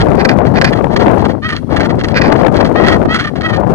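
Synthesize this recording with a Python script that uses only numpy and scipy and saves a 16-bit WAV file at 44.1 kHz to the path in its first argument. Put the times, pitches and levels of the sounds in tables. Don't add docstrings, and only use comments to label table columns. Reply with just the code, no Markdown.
import sys
import numpy as np
from scipy import signal
from scipy.io import wavfile
from scipy.ndimage import uniform_filter1d

SR = 44100
rng = np.random.default_rng(int(sys.argv[2]) if len(sys.argv) > 2 else 0)


def wrap_up_sound(samples):
    columns = np.atleast_2d(samples).T
    tamed = np.clip(columns, -1, 1)
    steps = np.round(tamed * 32767).astype(np.int16)
    wavfile.write(sys.argv[1], SR, steps)


N = 164934

# centre_hz, width_hz, left_db, right_db (relative levels)
GANNET_THROAT = [(734, 450, -23, -14.5), (1404, 380, -5.5, -2.5), (1933, 225, -6, -0.5),
                 (2246, 140, -8.5, -9), (2740, 210, -8, -10), (3273, 190, -6, -30.5), (4150, 446, -9.5, -8),
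                 (5056, 2130, -16.5, -16.5), (9700, 1600, -14, -21)]

RASP_DB = 3
OVERLOAD_KNEE = 5


def amp(db):
    return 10 ** (np.asarray(db) / 20)


def rms_one(x):
    return x / np.sqrt(np.mean(x ** 2) + 1e-20)


def in_time(rows):
    s, *columns = np.transpose(rows)
    return [np.interp(np.arange(N) / SR, s, c) for c in columns]


def band(x, low_hz, high_hz, order=2):
    return signal.sosfilt(signal.butter(order, [low_hz, high_hz], "band", fs=SR, output="sos"), x)


def drift(rate_hz):
    r = np.exp(-2 * np.pi * rate_hz / SR)
    settle = 8000
    wander = signal.lfilter([1], [1, -2 * r, r * r], rng.standard_normal(N + settle))
    return rms_one(wander[settle:])


def squeeze(x, knee):
    return x / (1 + np.abs(x) ** knee) ** (1 / knee)


def gannets():
    # time_s, pitch_hz
    pitch_curve = [(1.42, 594), (1.46, 638.8), (1.55, 593.5), (2.75, 597), (2.79, 643), (3.09, 622),
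                   (3.14, 666.3), (3.27, 593), (3.425, 613.7), (3.45, 645.6), (3.56, 603)]
    # start_s, end_s
    hoarse_calls = [(0.16, 0.34), (0.545, 0.72), (2.135, 2.305)]
    # centre_hz, width_hz, left_db, right_db (relative levels)
    hoarse_throat = [(980, 190, -13.5, -5.5), (1590, 217, -1.5, 4.5), (2014, 157, -4, 5),
                     (2420, 118, 0.5, 2.5), (3020, 1800, -10, -27), (4660, 650, -7, -5)]
    clear_treble_cut_hz, voice_cut_hz = 3400, 4950

    clear, rough = throb_envelopes()
    pitch_hz, = in_time(pitch_curve)
    clear_tone = band(clear_voice(pitch_hz), 200, clear_treble_cut_hz)
    rasp = rasping_voice(pitch_hz)

    t = np.arange(N) / SR
    hoarse = sum((t > start) & (t < end) for start, end in hoarse_calls)
    first = (1 - hoarse) * (clear * clear_tone + rough * rasp)
    second = hoarse * np.hypot(clear, rough) * creak()

    heard = np.zeros((2, N))
    for voice, resonances in [(first, GANNET_THROAT), (second, hoarse_throat)]:
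        heard += throat(band(voice + 1e-9, 200, voice_cut_hz), resonances)
    return amp(13) * heard


def throb_envelopes():
    # peak_s, rise_s, fall_s, level_db (relative), roughness (held to 0-1)
    throbs = [(0.01, 0.011, 0.028, -13.5, 1), (0.17, 0.0027, 0.016, -29, 1.2),
              (0.209, 0.024, 0.028, -19.5, 0.5), (0.254, 0.0071, 0.0087, -5.5, 0.86),
              (0.292, 0.0051, 0.017, -5.5, 0.8), (0.313, 0.0079, 0.037, -22.5, 0.9),
              (0.477, 0.027, 0.0071, -24, 1.1), (0.587, 0.043, 0.0086, -18.5, 0.25),
              (0.617, 0.0059, 0.013, -7, 0.9), (0.652, 0.011, 0.0073, -6, 1.1),
              (0.673, 0.014, 0.04, -17, 0.9), (0.737, 0.015, 0.0064, -16, 0.9),
              (0.775, 0.028, 0.03, -26.5, 1), (0.94, 0.045, 0.012, -27.5, 0.87),
              (0.965, 0.0054, 0.018, -9.5, 0.96), (1.006, 0.014, 0.056, -17, 1.1),
              (1.207, 0.028, 0.046, -27.5, 1.2), (1.25, 0.0054, 0.03, -18.5, 1.2),
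              (1.293, 0.0068, 0.048, -22.5, 0.98), (1.464, 0.046, 0.025, -17, 0.22),
              (1.502, 0.021, 0.028, -16.5, 0.77), (1.528, 0.0073, 0.027, -15, 0.37),
              (1.569, 0.018, 0.03, -22, 1.1), (1.73, 0.032, 0.057, -25.5, 0.94),
              (1.768, 0.0081, 0.025, -12.5, 1.1), (1.814, 0.019, 0.011, -15.5, 0.95),
              (1.857, 0.037, 0.018, -19, 0.82), (1.902, 0.011, 0.027, -20, 1.05),
              (2.012, 0.029, 0.018, -22.5, 1.1), (2.046, 0.011, 0.021, -14.5, 1.1),
              (2.085, 0.0057, 0.016, -22, 1.1), (2.12, 0.023, 0.0088, -26, 1.1),
              (2.144, 0.0032, 0.0098, -25, 1), (2.18, 0.03, 0.02, -11.5, 1.23),
              (2.22, 0.008, 0.0071, -7.5, 1.1), (2.255, 0.03, 0.063, -20.5, 1.2),
              (2.325, 0.011, 0.011, -16, 0.86), (2.364, 0.0073, 0.009, -20.5, 1),
              (2.405, 0.031, 0.023, -24.5, 1.1), (2.572, 0.034, 0.03, -19.5, 1.1),
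              (2.612, 0.013, 0.0093, -13, 0.94), (2.65, 0.0049, 0.049, -17, 1.1),
              (2.785, 0.044, 0.029, -19, 0.17), (2.818, 0.012, 0.022, -20.5, 0.84),
              (2.845, 0.008, 0.028, -14, 0.47), (2.876, 0.014, 0.066, -11, 0.96),
              (2.925, 0.014, 0.055, -14.5, 0.83), (3.131, 0.051, 0.0061, -16, 0.24),
              (3.151, 0.018, 0.038, -9.5, 0.96), (3.195, 0.01, 0.061, -13, 0.93),
              (3.254, 0.017, 0.013, -17.5, 0.54), (3.277, 0.012, 0.027, -18.5, 0.63),
              (3.359, 0.0047, 0.053, -24.5, 1.1), (3.415, 0.0075, 0.011, -17.5, 1.1),
              (3.462, 0.037, 0.023, -16, 0.22), (3.497, 0.015, 0.032, -17, 0.76),
              (3.541, 0.018, 0.029, -17.5, 0.42), (3.567, 0.0087, 0.024, -23, 0.56)]
    rise_shape, fall_shape = 0.81, 1.45
    snap = 0.43

    t, clear, rough = np.arange(N) / SR, np.zeros(N), np.zeros(N)
    for peak_s, rise_s, fall_s, level_db, roughness in throbs:
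        span = slice(max(int((peak_s - rise_s) * SR), 0), int((peak_s + fall_s) * SR))
        from_peak = t[span] - peak_s
        roughness = np.clip(roughness, 0, 1)
        rising = np.clip(1 + from_peak / rise_s, 0, 1) ** (rise_shape * (1 - snap * roughness))
        falling = np.clip(1 - from_peak / fall_s, 0, 1) ** fall_shape
        shape = amp(level_db) * np.where(from_peak < 0, rising, falling)
        clear[span] += shape * np.sqrt(1 - roughness)
        rough[span] += shape * np.sqrt(roughness)
    return clear, rough


def pulses(hz):
    puff = np.exp(60 * (np.cos(2 * np.pi * np.cumsum(hz) / SR) - 1))
    return rms_one(puff - uniform_filter1d(puff, size=300))


def clear_voice(pitch_hz):
    return pulses(pitch_hz * (1 + .006 * drift(150))) * amp(2 * drift(200))


def rasping_voice(pitch_hz):
    jitter = 0.11
    rough_pulses = pulses(pitch_hz * np.exp(jitter * drift(90.27)))
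    noise = rng.standard_normal(N)
    gate = 0.84 + np.clip(pulses(pitch_hz / 3 * np.exp(2 * jitter * drift(60))), 0, 9)
    mix = rough_pulses + 1.81 * rms_one(noise * gate)
    return rms_one(mix * amp(RASP_DB * drift(310)))


def creak():
    creak_hz, jitter, breath, puff_decay_s = 273.7, .14, 0.73, 0.0026
    cycles = np.cumsum(creak_hz * np.exp(jitter * drift(60))) / SR
    beats = np.diff(np.floor(cycles), prepend=0)
    puffs = signal.lfilter([1], [1, -np.exp(-1 / (puff_decay_s * SR))], beats)
    mix = rms_one(beats) + breath * rms_one(puffs * rng.standard_normal(N))
    return rms_one(mix * amp(RASP_DB * drift(270)))


def resonate(x, hz, width_hz):
    r = np.exp(-np.pi * width_hz / SR)
    return signal.lfilter([(1 - r * r) / 2, 0, (r * r - 1) / 2],
                          [1, -2 * r * np.cos(2 * np.pi * hz / SR), r * r], x)


def throat(x, resonances):
    left_leads_s = .00014
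    out = np.zeros((2, N))
    for k, (hz, width_hz, left_db, right_db) in enumerate(resonances):
        out += (-1) ** k * resonate(x, hz, width_hz) * amp([[left_db], [right_db]])
    out[1] = np.interp(np.arange(N) - left_leads_s * SR, np.arange(N), out[1])
    return out


def ground(x):
    echo_db, echo_t60_s = -24.5, 0.15
    tail = rng.standard_normal((2, 8000)) * amp(-60 * np.arange(8000) / SR / echo_t60_s)
    tail /= np.sqrt(np.sum(tail ** 2, axis=1, keepdims=True))
    return x + amp(echo_db) * signal.fftconvolve(x, tail, axes=1)[:, :N]


def wind():
    # time_s, left_gust_db, right_rumble_db (relative levels)
    wind_curve = [(0, -7.5, -9), (0.3, -9, -25), (0.62, -8, -17.5), (0.9, -13.5, -23.5), (1.1, -5, -17),
                  (1.3, -13.5, -29.5), (1.41, -36, -36.5), (1.67, -33.5, -34), (1.72, -10.5, -28),
                  (2.0, -16.5, -15.5), (2.15, -16.5, -34), (2.3, -5, -19), (2.7, -11, -21), (2.92, -4, -17),
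                  (3.05, -14.5, -19), (3.3, -31, -36), (3.55, -12, -30.5), (3.73, -10, -20)]
    rumble_db, rumble_follows = -7.5, 0.28
    lull_lumps = 0.15
    clip_drive, capsule_top = 1.17, .98

    gust_db, right_db = in_time(wind_curve)
    settle = 4000
    white, lumps = rng.standard_normal((3, N + settle)), drift(73)

    low = rms_one(band(band(white[0], 70.0, 291), 40, 413)[settle:])
    low *= amp(rumble_db + rumble_follows * gust_db + 2 * lumps)
    flutter = rms_one(band(band(white[1], 219, 763)[settle:], 100, 1283))
    flutter *= amp(gust_db + lumps + (2.5 - lull_lumps * gust_db) * drift(68))
    left = amp(-1.0) * (low + flutter)

    right = rms_one(band(band(white[2], 28, 187)[settle:], 22, 470))
    right *= amp(right_db - 3.0 + 1.1 * drift(27))
    right_flutter = rms_one(band(rng.standard_normal(N), 240, 610))
    right += right_flutter * amp(right_db - 20.5 + 9.8 * drift(27))

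    push = np.array([left, right]) + thumps()
    overloaded = np.clip(clip_drive * squeeze(push, OVERLOAD_KNEE), -1, 1)
    return capsule_top * overloaded + crackle(gust_db)


def thumps():
    # time_s, level_db (relative), port (0 left, 1 right)
    eddies = [(0.035, 10, 1), (1.076, 19, 1), (1.649, 5, 0), (1.713, -14, 0), (2.288, 15.5, 1),
              (3.082, 11, 0)]
    middle_hz, t60_s, onset_s = 197, 0.0098, 0.0057

    out, chance = np.zeros((2, N)), rng.standard_normal((len(eddies), 2))
    t = np.arange(2000) / SR
    for (time_s, level_db, port), (pitch_chance, sign_chance) in zip(eddies, chance):
        swing = np.sin(2 * np.pi * middle_hz * np.exp(0.3 * pitch_chance) * t)
        swing *= amp(-60 * t / t60_s) * np.minimum(t / onset_s, 1)
        i = max(int((time_s - .004) * SR), 0)
        out[round(port), i:i + 2000] += np.sign(sign_chance) * amp(level_db + 10.5) * swing
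    return out


def crackle(gust_db):
    ticks_per_s, level_db = 260, -31.5
    ticks = (rng.random(N) < ticks_per_s / SR) * rng.standard_normal(N) + 1e-9
    left = amp(level_db + gust_db) * rms_one(band(ticks, 870, 2600, order=1))
    return np.array([left, np.zeros(N)])


def colony():
    colony_db, hiss_db = -52, -76
    far = [throat(rng.standard_normal(N) * amp(3 * drift(8)), GANNET_THROAT)[k] for k in range(2)]
    hiss = band(rng.standard_normal((2, N)), 500, 9000, order=1)
    return amp(colony_db) * rms_one(np.array(far)) + amp(hiss_db) * rms_one(hiss)


def scene():
    treble_dips = [7720, 9680]
    air = ground(gannets()) + colony()
    for hz in treble_dips:
        air = signal.lfilter(*signal.iirnotch(hz, 9.0, fs=SR), air)
    return air + wind()


def record(dry):
    stopband_hz = 16100
    clipped = np.clip(1.1 * squeeze(dry, OVERLOAD_KNEE), -1, 1)
    return signal.sosfilt(signal.cheby2(12, 50, stopband_hz, fs=SR, output="sos"), clipped)


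dry = scene()
out = record(dry)
wrap_up_sound(out)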